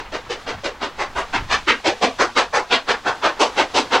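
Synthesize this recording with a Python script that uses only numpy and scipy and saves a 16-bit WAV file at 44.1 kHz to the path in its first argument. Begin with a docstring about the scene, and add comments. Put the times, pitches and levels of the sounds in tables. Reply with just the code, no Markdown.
"""A steam locomotive works across open moorland, some way off, at nearly six exhaust beats a second.
Each beat is a chimney blast that swells, crests and dies into a short scatter and a hill echo.
From the start wheels rumble and steam leaks between the beats. Wind brushes the microphone,
hardest at 1.2-1.6 s. From 1.5 s the beats are louder; wheels and leak rise towards the end at 4 s."""
import sys
import numpy as np
from scipy.fft import rfft, irfft
from scipy.io import wavfile
from scipy.ndimage import uniform_filter1d, minimum_filter1d

SR = 44100
rng = np.random.default_rng(int(sys.argv[2]) if len(sys.argv) > 2 else 0)


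def persist_wave(psi):
    """Save psi, clipped to +-1, as 16-bit WAV."""
    counts = np.round(np.clip(psi, -1, 1) * 32767).astype(np.int16)
    wavfile.write(sys.argv[1], SR, np.atleast_2d(counts).T)


N = 176400
T_S = np.arange(N) / SR
F_HZ = np.maximum(np.fft.rfftfreq(N, 1 / SR), 1)
BANDS_HZ = 62.5 * 2 ** np.arange(0, 8.1, .5)

# exhaust beats: t/s, rise/s, to crest/s, level/dB, 4 x tone/dB, accent f/Hz, accent gain/dB
BEATS = [(-0.05, 0.003, 0.022, -13.5, -3, -7, -3, -5, 1000.0, 0.0),
         (0.12, 0.0022, 0.03, -20, -1, -4.3, -0.5, -1.5, 500.0, 3.5),
         (0.296, 0.0034, 0.026, -20.5, 2.5, 0.5, 0.5, 2.7, 1170, -6),
         (0.464, 0.0022, 0.035, -14.5, -2.7, -2.5, -5.5, -5.5, 990, -3),
         (0.639, 0.0025, 0.023, -20, 1, -3, 1.3, 3.5, 466, 8),
         (0.814, 0.0079, 0.023, -18, 1.7, 0.2, 1, -1, 4000.0, 4),
         (0.986, 0.0051, 0.029, -21.5, 2, 5, 2, 3.5, 1960, 5),
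         (1.155, 0.006, 0.035, -15.5, -3.5, 0.5, -2, 1.2, 4760.0, -9),
         (1.331, 0.0039, 0.025, -15.5, 6.2, -0.6, 4.6, -2, 463, -18.5),
         (1.504, 0.013, 0.028, -10.5, -2, 0.5, 0.5, 2.0, 600, -14),
         (1.676, 0.0038, 0.02, -10.5, 2, -1.7, 8.5, -1, 705, -11.5),
         (1.846, 0.004, 0.032, -8.5, 2, -0.4, -3.5, -1.5, 1140, -13.5),
         (2.018, 0.0045, 0.024, -7, 2.5, -2.4, -2.7, -4, 1460, -11),
         (2.192, 0.0048, 0.024, -8, 0, -2.3, -8, 0, 1650, 11.5),
         (2.363, 0.0059, 0.025, -11, 2.4, 0.5, 6, 4, 2380.0, -2.5),
         (2.534, 0.005, 0.031, -11.0, -2.5, 2.7, 0.5, 0.8, 3320, -8.8),
         (2.712, 0.0076, 0.021, -8, -2.5, -3.1, -1.3, -1.2, 3320, 9.5),
         (2.887, 0.0084, 0.014, -10.5, 1.7, -1, 10, 0.5, 2350, -10.5),
         (3.055, 0.008, 0.028, -14, 4.5, 0, -3.2, -2.5, 1350, 7),
         (3.224, 0.0065, 0.037, -6, -4, -5.4, 0.5, -7.5, 2280, -7),
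         (3.399, 0.0034, 0.023, -7, -1.9, 4, -16, 3.5, 2470, 13),
         (3.574, 0.0088, 0.021, -10, 0.5, -4.3, 2.5, 0.8, 714, 8.5),
         (3.744, 0.0036, 0.034, -8, 2, -2.5, 0, 2.5, 1670, -8.7),
         (3.916, 0.0074, 0.031, -7.5, -1, -0.5, 6, -3, 2060, -9.5)]
# centres of the four tone columns: f/Hz
TONE_HZ = [350, 900, 2200, 5500]
# steam jet spectrum: f/Hz, level/dB
JET_SPECTRUM = [(40, -46), (110, -16.5), (165, -29), (195, -15), (220, -8.5), (280, -4.5), (340, -2.5),
                (480, 0), (650, -1.5), (900, 1.5), (1200, -0.5), (1800, -5), (2800, -8), (4700, -13.5),
                (5400, -17), (6400, -19), (7100, -27), (8000, -25.5), (8650, -44.5), (9500, -34.5),
                (10800, -42.5), (12000, -75), (16000, -92)]
# chimney resonances: f/Hz, width/Hz, boost/dB
CHIMNEY_MODES = [(492, 20, 3.5), (725, 9.3, 5)]
# blast decay: f/Hz, rate/(dB/s)
BLAST_DECAY = [(100, 265), (350, 331), (1000, 312), (2500, 375), (6000, 406), (11000, 427)]
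# longer paths through moving air: delay/s
AIR_PATHS_S = [.0012, .0017, .0023, .0032, .0043, .0066]
# colour of scatter and hill echo: f/Hz, gain/dB
MOOR_RESPONSE = [(100, -21), (350, -32), (900, -24), (2500, -14), (6000, -37), (11000, -29)]
# wheels on rails: f/Hz, level/dB
WHEEL_SPECTRUM = [(60, -9), (170, -14), (280, -6), (420, -11), (620, -9), (850, -4), (1300, -7),
                  (2000, -10.5), (4000, -29), (8000, -46)]
# wheel envelope: t/s, level/dB
WHEEL_ENVELOPE = [(0, -44.5), (1.2, -41), (2.5, -52), (3.2, -40.5), (4, -38.5)]
# leaking steam: f/Hz, level/dB
LEAK_SPECTRUM = [(500, -8), (2000, -9), (3300, -2.5), (4700, -6.5), (6400, -11), (7100, -13), (8000, -17),
                 (8650, -20), (9600, -24), (11000, -22), (12000, -32), (16000, -53)]
# leak envelope: t/s, level/dB
LEAK_ENVELOPE = [(0, -50.5), (1, -48.5), (1.6, -44), (2.2, -44), (2.8, -47), (3.3, -44.5), (4, -41.5)]
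# wind buffeting: f/Hz, level/dB
BUFFET_SPECTRUM = [(15, 4), (26, -3.5), (40, 0.5), (75, -6), (120, -10), (200, -13), (400, -30),
                   (1000, -55)]
# buffet envelope: t/s, level/dB
BUFFET_ENVELOPE = [(0, -42), (.15, -40), (.35, -43), (.55, -45), (.7, -44), (1.05, -47), (1.18, -36),
                   (1.28, -44), (1.41, -32.5), (1.55, -33), (1.75, -48.5), (2.4, -47.5), (2.7, -50),
                   (4, -52)]
# gusts: t/s, half length/s, level/dB
GUST_PEAKS = [(0.567, 0.052, -39), (1.407, 0.046, -36)]
# gust flutter: f/Hz, level/dB
GUST_SPECTRUM = [(40, -13), (100, 3), (150, -5), (230, -6.5), (320, -31), (800, -54)]
# steady hiss: f/Hz, level/dB
HISS_SPECTRUM = [(2000, 5), (11000, -5), (12500, 3), (15500, 6)]
# stereo width: f/Hz, side re mid/dB
STEREO_WIDTH = [(30, -39), (120, -30), (500, -36.5), (1400, -24.5), (2800, -15.5), (5600, -14),
                (10000, -11), (14000, -2)]


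def exhaust(level_db=-2.72, sputter_db=0.81, sputter_hz=350, patchy_db=0.44, patchy_hz=4.7):
    """Turbulent jet through the chimney, let out beat by beat, plus its reflections off the moor."""
    chimney_db = sum(db / (1 + (2 * (F_HZ - hz) / width_hz) ** 2) for hz, width_hz, db in CHIMNEY_MODES)
    spectrum_db = at_hz(JET_SPECTRUM, F_HZ) + chimney_db
    jet_bands = split_bands(air_paths(noise(spectrum_db)))
    far_bands = split_bands(noise(spectrum_db))
    mix = 0
    for hz, jet, far in zip(BANDS_HZ, jet_bands, far_bands):
        direct, reflected = beat_envelopes(hz)
        jet = jet * from_db(-patchy_db * drift(patchy_hz))   # moving air, each band on its own
        far = far * from_db(at_hz(MOOR_RESPONSE, hz))
        mix = mix + jet * direct + far * reflected
    return mix * from_db(level_db + sputter_db * drift(sputter_hz))


def beat_envelopes(hz, scatter_delay_s=0.048, scatter_t60_s=0.15, hill_delay_s=0.091):
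    """Direct and reflected gain in one band; beats add in power."""
    t_s = T_S[::20]
    decay_db_s = at_hz(BLAST_DECAY, hz)
    direct = reflected = 0
    for open_s, rise_s, crest_s, db, *tone_db, accent_hz, accent_db in BEATS:
        age_s = t_s - open_s
        band_db = db + beat_colour_db(hz, tone_db, accent_hz, accent_db)
        direct += (from_db(band_db) * blast(age_s, rise_s, crest_s, decay_db_s)) ** 2
        scatter_db = -21 + .2 * (db + 21)   # swings less than the beat
        scatter = from_db(scatter_db) * blast(age_s - scatter_delay_s, rise_s, 0, 60 / scatter_t60_s)
        hill_db = db - 3 - 4.5 * open_s   # fades as the engine moves on
        hill_echo = from_db(hill_db) * blast(age_s - hill_delay_s, rise_s, crest_s, decay_db_s)
        reflected += scatter ** 2 + hill_echo ** 2
    return np.interp(T_S, t_s, np.sqrt(direct)), np.interp(T_S, t_s, np.sqrt(reflected))


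def blast(age_s, rise_s, crest_s, decay_db_s, linger_s=0.014):
    """Valve opens in an S; pressure climbs to a rounded crest, then falls linearly in dB."""
    valve = .5 * (1 + np.tanh(age_s / rise_s / 2))
    off_crest_s = np.hypot(age_s - crest_s, linger_s) - linger_s
    return valve * from_db(-decay_db_s * off_crest_s)


def beat_colour_db(hz, tone_db, accent_hz, accent_db, half_width_oct=0.37):
    """Broad tone of a beat plus one band that swells or fades on the way."""
    broad_db = np.interp(np.log(hz), np.log(TONE_HZ), tone_db)
    return broad_db + accent_db * np.exp(-(np.log2(hz / accent_hz) / half_width_oct) ** 2)


def air_paths(jet, path_db=-13.5, fade_hz=6.7):
    """Late copies through moving air fade in and out: a shifting hollow colour; rms 1."""
    late = sum(drift(fade_hz) * np.roll(jet, int(delay_s * SR), axis=-1) for delay_s in AIR_PATHS_S)
    mix = jet + from_db(path_db) * late
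    return mix / mix.std()


def wheels():
    """Carriages roll on the rails with an uneven roar."""
    return wavering_noise(WHEEL_SPECTRUM, WHEEL_ENVELOPE, waver_db=2.5, waver_hz=20)


def steam_leak():
    """Steam hisses from the engine, wavering in the breeze."""
    return wavering_noise(LEAK_SPECTRUM, LEAK_ENVELOPE, waver_db=1.2, waver_hz=7)


def wind(hiss_db=-64.5):
    """Low buffeting and two fluttering gusts on the microphone, over faint hiss."""
    buffet = wavering_noise(BUFFET_SPECTRUM, BUFFET_ENVELOPE, waver_db=1.8, waver_hz=12)
    gusts = sum(from_db(db) * np.exp(-((T_S - t_s) / half_s) ** 2) for t_s, half_s, db in GUST_PEAKS)
    flutter = gusts * noise(at_hz(GUST_SPECTRUM, F_HZ))
    hiss = from_db(hiss_db) * noise(at_hz(HISS_SPECTRUM, F_HZ))
    return buffet + flutter + hiss


def wavering_noise(spectrum, envelope, waver_db, waver_hz):
    """Coloured noise on a level curve, with random waver."""
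    level_db = np.interp(T_S, *np.transpose(envelope))
    return noise(at_hz(spectrum, F_HZ)) * from_db(level_db + waver_db * drift(waver_hz))


def noise(spectrum_db):
    """Coloured noise, near mono, wider in the treble; rms 1."""
    mid, side = rfft(rng.standard_normal((2, N))) * from_db(spectrum_db)
    side = side * from_db(at_hz(STEREO_WIDTH, F_HZ))
    stereo = irfft(np.array([mid + side, mid - side]), N)
    return stereo / stereo.std()


def drift(corner_hz):
    """Low-passed random signal; std 1."""
    slow = irfft(rfft(rng.standard_normal(N)) / (1 + (F_HZ / corner_hz) ** 2), N)
    return slow / slow.std()


def split_bands(x):
    """Half-octave bands that sum to x."""
    spectrum = rfft(x)
    weights = [np.interp(np.log(F_HZ), np.log(BANDS_HZ), row) for row in np.eye(len(BANDS_HZ))]
    return [irfft(spectrum * weight, N) for weight in weights]


def at_hz(table, hz):
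    """Table lookup on a log-frequency axis."""
    knots_hz, values = np.transpose(table)
    return np.interp(np.log(hz), np.log(knots_hz), values)


def from_db(db):
    """dB to gain."""
    return 10 ** (np.asarray(db) / 20)


def scene():
    """Train and open air."""
    return exhaust() + wheels() + steam_leak() + wind()


def record(dry, ceiling_db=-2.7, limiter_s=.002, cutoff_hz=15850):
    """Fast peak limiter, then a steep low-pass."""
    span, fft_size = int(limiter_s * SR), 2 * N
    gain = np.minimum(1, from_db(ceiling_db) / (np.abs(dry).max(axis=0) + 1e-9))
    limited = dry * uniform_filter1d(minimum_filter1d(gain, span), span)
    passband = np.fft.rfftfreq(fft_size, 1 / SR) < cutoff_hz
    return irfft(rfft(limited, fft_size) * passband, fft_size)[:, :N]


dry = scene()
out = record(dry)
persist_wave(out)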